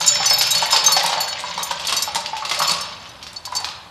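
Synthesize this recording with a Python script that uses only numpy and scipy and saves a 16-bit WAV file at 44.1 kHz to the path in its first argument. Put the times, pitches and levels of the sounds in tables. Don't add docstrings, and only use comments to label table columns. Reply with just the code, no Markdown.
import sys
import numpy as np
from scipy import signal
from scipy.fft import rfft, irfft
from scipy.io import wavfile
from scipy.ndimage import map_coordinates

SR = 44100
rng = np.random.default_rng(int(sys.argv[2]) if len(sys.argv) > 2 else 0)


def bounce(signal):
    frames = np.transpose(np.atleast_2d(signal))
    limited = np.clip(frames, -1, 1)
    pcm = np.round(limited * 32767).astype(np.int16)
    wavfile.write(sys.argv[1], SR, pcm)


def convert_level_to_amplitude(level_db):
    exponent = np.asarray(level_db, float) / 20
    return 10 ** exponent


N = 171990


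def unit(x):
    return x / np.sqrt(np.mean(x ** 2) + 1e-20)


def along(points, hz):
    f, v = np.transpose(points)
    return np.interp(np.log(hz + 1), np.log(f + 1), v)


def coloured(x, spectrum):
    target_db = along(spectrum, np.fft.rfftfreq(4096, 1 / SR))
    cepstrum = irfft(np.log(convert_level_to_amplitude(target_db) + 1e-6))
    cepstrum[1:2048] *= 2
    cepstrum[2049:] = 0
    response = irfft(np.exp(rfft(cepstrum)))[:2048]
    return signal.fftconvolve(x, response)[:N]


def blows(s, gains):
    at = np.clip(np.round(s * SR).astype(int), 0, N - 1)
    return np.bincount(at, gains, N)


def rung(s, gains, hz, t60):
    split, swell_s = .002, .003
    swell = np.exp(-1 / (swell_s * SR))
    out = np.zeros(N)
    for g, f, ring_s in zip(gains.T, hz, np.maximum(t60, .02)):
        fall = 1000 ** (-1 / (ring_s * SR))
        for side in (-1, 1):
            hits = blows(s, g * convert_level_to_amplitude(2 * rng.standard_normal(len(s)))) / 2
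            w = 2 * np.pi * f * (1 + side * split * rng.random()) / SR
            for r, sign in ((fall, 1), (swell, -1)):
                out += sign * signal.lfilter([np.sin(w)], [1, -2 * r * np.cos(w), r * r], hits)
    return out


def knocks(s, db, hz, spread, t60):
    pitch = hz[:, None] * np.exp(spread * rng.standard_normal((len(s), 3)))
    t = np.arange(1800) / SR
    tones = sum(np.sin(2 * np.pi * pitch[:, k, None] * t) for k in range(3))
    ring = tones * convert_level_to_amplitude(db[:, None] - 60 * t / t60) * (1 - np.exp(-t / .0006))
    at = np.round(s * SR).astype(int)[:, None] + np.arange(len(t))
    return np.bincount(at.ravel(), ring.ravel(), N + SR)[:N]


def cracks(hits, t60, spectrum):
    fall = 1000 ** (-1 / (max(t60, .001) * SR))
    burst = signal.lfilter([1], [1, -fall], hits) * rng.standard_normal(N)
    return coloured(burst, spectrum) / np.std(coloured(rng.standard_normal(N), spectrum))


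def scatter(count, modes, db):
    z = rng.standard_normal((count, 2 * modes))
    return convert_level_to_amplitude(db * z[:, :modes]) * np.sign(z[:, modes:])


def tumbled(rows, count, within_s, loss_db):
    rows = np.repeat(np.array(rows, float), count, 0)
    later = np.arange(len(rows)) % count > 0
    u = rng.random((len(rows), 2)) * later[:, None]
    s = rows[:, 0] + within_s * u[:, 0]
    peak_db = rows[:, 1] - loss_db * (later + u[:, 1])
    return s, peak_db, *rows[:, 2:].T


SHOWER = 660
# t [s], flow level [dB]
FLOW = [(0, -26), (1.1, -24), (1.28, -26.5), (1.4, -31), (1.9, -32.5), (2.3, -38.5), (2.699, -26.5),
        (2.85, -32.5), (2.95, -40.5), (3.42, -53), (3.58, -35), (3.78, -56.5)]


def shower(count, over_db, spread_db):
    u = rng.random((count, 2))
    small_s = u[:, 0] * N / SR
    s, flow_db = np.transpose(FLOW)
    return small_s, np.interp(small_s, s, flow_db) + over_db - spread_db * np.log(1 - .96 * u[:, 1])


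# t [s], peak level [dB], loudest ring f [Hz], second ring f [Hz], upper rings over it [dB]
PINGS = [(0.002, -23.5, 4500, 7095, -8), (0.0623, -17.5, 5356, 7095, 0), (0.0762, -4.5, 4500, 7095, -14),
         (0.1449, -21, 5356, 7095, -8), (0.2573, -12.5, 5992, 4468, -4), (0.2971, -14, 5255, 4420, -5),
         (0.331, -18.5, 4474, 5255, -4), (0.382, -18, 5136, 7095, -4.5), (0.4154, -22.5, 6342, 4530, 0),
         (0.466, -27, 5255, 4468, 1), (0.5056, -18.5, 6342, 7413, -2), (0.5126, -21, 3833, 7413, 2.5),
         (0.548, -15.5, 4410, 5136, -4.5), (0.5774, -22.5, 5992, 7095, 2), (0.6564, -35, 5136, 3833, 6.5),
         (0.7074, -25, 5356, 7095, -1), (0.7229, -14, 5136, 3833, -9), (0.84, -19, 6901, 5255, -9),
         (0.8614, -13, 5992, 4468, -4.5), (0.9192, -16.5, 4420, 5356, 0), (0.971, -23, 5992, 5136, -14),
         (1.0301, -31, 4650, 5992, 4), (1.2035, -21, 4420, 6901, -0.5), (1.28, -24.5, 4420, 6901, -6.5),
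         (1.6283, -24, 6342, 7095, 4), (1.9644, -16, 5992, 4530, -3), (2.0222, -17, 5356, 6342, 2),
         (2.59, -23, 4420, 6901, 4), (2.621, -17, 4560, 5255, -4), (2.6745, -17, 4420, 5255, -4),
         (2.809, -24.5, 5356, 6342, -1), (3.089, -38.5, 5992, 3833, -7)]
# same columns, t [s], level [dB], f [Hz], f [Hz], upper rings [dB]
TINKS = [(1.06, -34.5, 4340, 6342, 11), (1.71, -33.5, 7200, 4468, 3.5), (1.8696, -17.5, 4530, 5992, -1),
         (1.925, -33, 5136, 4468, -9), (2.1565, -28, 5136, 6342, 8.5), (2.203, -35, 4530, 3833, 5),
         (2.708, -16, 4468, 5992, -11), (3.3605, -24, 4430, 5040, -26), (3.453, -26, 4530, 5255, -1.5),
         (3.551, -23, 4530, 5800, 1), (3.564, -16, 4530, 5255, -10)]
# f [Hz], level [dB]
BLADE = [(3833, 1.5), (4420, -12), (4468, 1.5), (4530, 1.5), (5039, -5), (5136, -17), (5255, -2.5),
         (5356, -4), (5992, 1), (6169, 1), (6342, 4), (6611, -43), (6901, 5), (7095, 4.5), (7413, 1.5)]
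# f [Hz], level [dB]
BLADE_TOP = [(8075, -3.5), (8376, -2), (9049, -1.5), (9528, 2), (10142, -1.5), (10993, -1.5), (11558, -3),
             (11800, 5), (12285, -10), (13044, 5), (13474, -5), (14363, -10), (14745, -12)]
# f [Hz], T60 [s]
BLADE_T60 = [(3800, .45), (4500, .42), (5300, .5), (6000, .2), (7100, .2), (9000, .14), (14000, .12)]


def blade():
    crowd_db, favoured_db, others_db = -17, 5, -12
    covered_s, muffled_time = 0.79, .22
    crowd_hz = np.geomspace(4000, 15000, 22) * np.exp(rng.normal(0, .02, 22))
    crowd = [(f, crowd_db) for f in crowd_hz]
    hz, db = np.vstack([BLADE, BLADE_TOP, crowd]).T
    top = hz > 7600

    rows = [(*row, .3 + .1 * row[0]) for row in PINGS] + [(*row, 1) for row in TINKS]
    s, peak_db, first_hz, second_hz, top_db, muffled = tumbled(rows, count=2, within_s=.012, loss_db=8)
    first = np.abs(hz - first_hz[:, None]) < 25
    second = np.abs(hz - second_hz[:, None]) < 25
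    second_db = favoured_db - 2 - 11 * muffled[:, None] ** 2
    low_db = np.where(first, favoured_db, np.where(second, second_db, others_db + db))
    level = peak_db[:, None] + np.where(top, db + top_db[:, None] - 9, low_db)
    chance_db = np.where(first | second, 1, 6)
    strong = convert_level_to_amplitude(level) * scatter(len(s), len(hz), chance_db)

    small_s, small_db = shower(SHOWER // 4, over_db=-7.5, spread_db=0.0)
    small_level = small_db[:, None] + db + np.where(top, -18, 0)
    small = convert_level_to_amplitude(small_level) * scatter(len(small_s), len(hz), db=5)

    s_all, gains = np.r_[s, small_s], np.vstack([strong, small])
    share = np.clip(np.r_[muffled, .35 + .6 * small_s / covered_s], 0, 1)[:, None]
    t60 = along(BLADE_T60, hz)
    listed = len(hz) - len(crowd)
    free = rung(s_all, (gains * (1 - share))[:, :listed], hz, t60)
    damped = rung(s_all, gains * share, hz, muffled_time * t60)
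    tick_colour = [(1000, -43), (5000, 22.0), (9000, 14), (16000, -10)]
    ticks = cracks(blows(s, convert_level_to_amplitude(peak_db + top_db - 1)), 0.052, tick_colour)
    return free + damped + ticks


# t [s], peak level [dB], loudest ring f [Hz]
THUDS = [(0.009, -10, 863), (0.202, -9, 820), (0.309, -8.5, 765), (0.624, -6, 907), (0.73, -7, 894),
         (0.756, -14, 834), (0.883, -4, 1184), (0.966, -3.5, 830), (1.039, -8, 910), (1.129, -7.5, 897),
         (1.173, -9, 842), (1.438, -14.5, 974), (1.577, -12, 957), (1.592, -13.5, 1100),
         (1.709, -10.5, 960), (1.922, -13.5, 1132), (2.076, -14, 828), (2.156, -9, 911), (2.331, -14, 914),
         (2.423, -12.5, 1133), (2.513, -12, 1144), (2.601, -7.5, 1144), (2.618, -7.5, 1155),
         (2.691, -11.5, 1120), (3.472, -24, 987), (3.523, -16.5, 1000), (3.555, -22, 853),
         (3.67, -26, 1110), (3.608, -22.5, 805)]
# f [Hz], level [dB]
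DRUM = [(166.9, -53.5), (538.3, -61.5), (592.2, -45), (872.1, -40), (974.4, -52), (1136, -47)]
# f [Hz], T60 [s]
DRUM_T60 = [(170, .1), (600, .13), (850, .06), (1200, .08)]


def drum():
    hz, db = np.transpose(DRUM)
    db = 0.44 * (db - db.max())
    s, peak_db, near_hz = tumbled(THUDS, count=2, within_s=0.00823, loss_db=3.5)
    off_db = np.minimum(22 * np.abs(np.log2(hz / near_hz[:, None])), 14)
    strong = convert_level_to_amplitude(peak_db[:, None] - 10 + db - off_db) * scatter(len(s), len(hz), db=3)
    small_s, small_db = shower(SHOWER // 3, over_db=-15, spread_db=3.5)
    small = convert_level_to_amplitude(small_db[:, None] + db) * scatter(len(small_s), len(hz), db=5.5)
    rings = rung(np.r_[s, small_s], np.vstack([strong, small]), hz, along(DRUM_T60, hz))
    thump_colour = [(100, -65.5), (400, -18.0), (900, 1.5), (2500, -9.5), (8000, -74.5)]
    thump = cracks(0.15 * blows(s, convert_level_to_amplitude(peak_db)), 0.067, thump_colour)
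    return rings + thump + knocks(s, peak_db - 13, near_hz, spread=.04, t60=.06)


# t [s], peak level [dB], pitch f [Hz], top over it [dB]
CLACKS = [(0.0136, -9.5, 3990, -14), (0.4105, -2.5, 4780, -26), (0.6186, -8, 4400, -11),
          (0.7293, -2.5, 3870, -34), (0.7624, -3, 4840, -30), (0.8384, -28, 4530, 3),
          (0.9648, -5, 6130, -38), (0.995, -9.5, 4400, -18), (1.062, -22, 3310, 13),
          (1.1303, -12.5, 3090, -27), (1.4034, -21.5, 4330, 0), (1.709, -16, 7500, -19),
          (1.8946, -10.5, 3140, -13), (1.9253, -6.5, 5370, -7), (2.1475, -15, 6870, 1),
          (2.1565, -11.5, 4570, -16), (1.4925, -23, 3700, -25), (1.5399, -23, 3700, -28),
          (1.5773, -16, 4450, -17), (1.797, -14.5, 3100, -26), (1.8497, -16.5, 3680, -20),
          (1.884, -10, 2860, -30), (2.259, -18, 2800, -40), (2.4947, -13.5, 4300, -13),
          (2.617, -9, 4050, -28), (2.695, -8, 4560, -7), (2.716, -16.5, 4430, 4), (3.4525, -23, 5150, -14),
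          (3.5199, -30, 5350, -3), (2.3665, -13.5, 3040, -61), (2.4504, -12, 2780, -46),
          (2.5122, -6.5, 2660, -24), (2.5464, -14, 2850, -7), (3.227, -21.5, 4480, -36),
          (3.268, -22, 3920, -32), (3.3315, -47, 4700, 18), (3.5534, -18.5, 4680, -3),
          (3.6014, -31.5, 5140, 8), (3.6455, -14, 3980, -45), (3.6876, -21, 4000, -33)]
# t [s], peak level [dB]
SNAPS = [
    (0.4099, -8),
    (1.8497, -15.5),
    (2.261, -4),
    (2.617, -16),
    (3.267, -16.5),
    (3.6452, -4),
    (3.6896, -15.5),
]
# f [Hz], level [dB per Hz]
ROOT = [(180, -74), (300, -21), (1120, -8), (1530, -14.5), (4510, -2.5), (14500, -32), (16000, -132)]
# f [Hz], level [dB per Hz]
HEAP = [(180, -59), (300, -25), (1120, -7), (1900, -8), (3200, -3), (4800, -4), (7500, -26), (14500, -58)]


def roots():
    s, peak_db, hz, top_db = tumbled(CLACKS, count=2, within_s=.014, loss_db=7)
    small_s, small_db = shower(SHOWER, over_db=-8.0, spread_db=3.5)
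    heap_hz = 3600 * np.exp(0.34 * rng.standard_normal(SHOWER))
    wood_db = np.r_[peak_db - 11, small_db]
    wood = knocks(np.r_[s, small_s], wood_db, np.r_[hz, heap_hz], spread=0.1184, t60=0.032)
    body = cracks(blows(s, convert_level_to_amplitude(peak_db - 11.5)), 0.083, ROOT)
    patter = cracks(blows(small_s, convert_level_to_amplitude(small_db - 1)), 0.036, HEAP)
    edge = cracks(blows(s, convert_level_to_amplitude(peak_db - 6.5)), 0.0092, HEAP)
    snap_s, snap_db = np.transpose(SNAPS)
    snap = cracks(blows(snap_s, convert_level_to_amplitude(snap_db)), 0.0018, HEAP)
    fizz = cracks(blows(s, convert_level_to_amplitude(peak_db + top_db - 4)), 0.022, [(3000, -5), (9000, 2), (16000, -24)])
    return wood + body + patter + edge + snap + fizz


def hum():
    start_s, rise_s, long_s = 0.0523, 0.065, 0.53
    t = np.arange(N) / SR - start_s
    shape = np.clip(np.minimum(t, long_s + rise_s - t) / rise_s, 0, 1)
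    return convert_level_to_amplitude(-44.5) * shape * np.sin(2 * np.pi * 123.5 * t)


# f [Hz], T60 [s]
TAIL_T60 = [(900, 0.9), (4000, 0.66), (8000, 0.36), (15000, 0.2)]


def tail(x):
    stretch, delay = 8192, 130
    out = np.zeros(N + 2 * SR)
    for a in range(0, N, stretch):
        hz, t, z = signal.stft(rng.standard_normal(SR), SR, nperseg=256)
        fading = z * convert_level_to_amplitude(-60 * t / along(TAIL_T60, hz)[:, None])
        h = signal.istft(fading, SR, nperseg=256)[1]
        wet = signal.fftconvolve(x[a:a + stretch], h / np.linalg.norm(h))
        out[a + delay:][:len(wet)] += wet
    return out[:N]


# f [Hz], level [dB per Hz]
SHOP = [(15, -72), (25, -7.5), (76, 5), (427, -10), (886, 0), (1040, -2), (4490, -22.5), (11900, -26),
        (16000, -60)]


def shop():
    sway_db = map_coordinates(rng.standard_normal(30), [np.arange(N) * 3 / SR])
    return convert_level_to_amplitude(-45.5 + sway_db) * unit(coloured(rng.standard_normal(N), SHOP))


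def scene():
    steel = blade()
    bass_cut = signal.butter(2, 140, "high", fs=SR, output="sos")
    rest = signal.sosfilt(bass_cut, drum() + roots())
    wet = convert_level_to_amplitude(-4) * tail(rest + convert_level_to_amplitude(-12) * steel)
    return (steel + rest + wet + hum() + shop())[None]


def top_cut(x):
    return signal.sosfilt(signal.butter(12, 16130, fs=SR, output="sos"), x)


def record(dry):
    x = signal.sosfilt(signal.butter(2, 60, "high", fs=SR, output="sos"), dry)
    x = x / (1 + np.abs(x / .86) ** 4) ** (1 / 4)
    x = signal.sosfilt(signal.cheby1(9, 1, 15150, fs=SR, output="sos"), x)
    return top_cut(x)


dry = scene()
out = record(dry)
bounce(out)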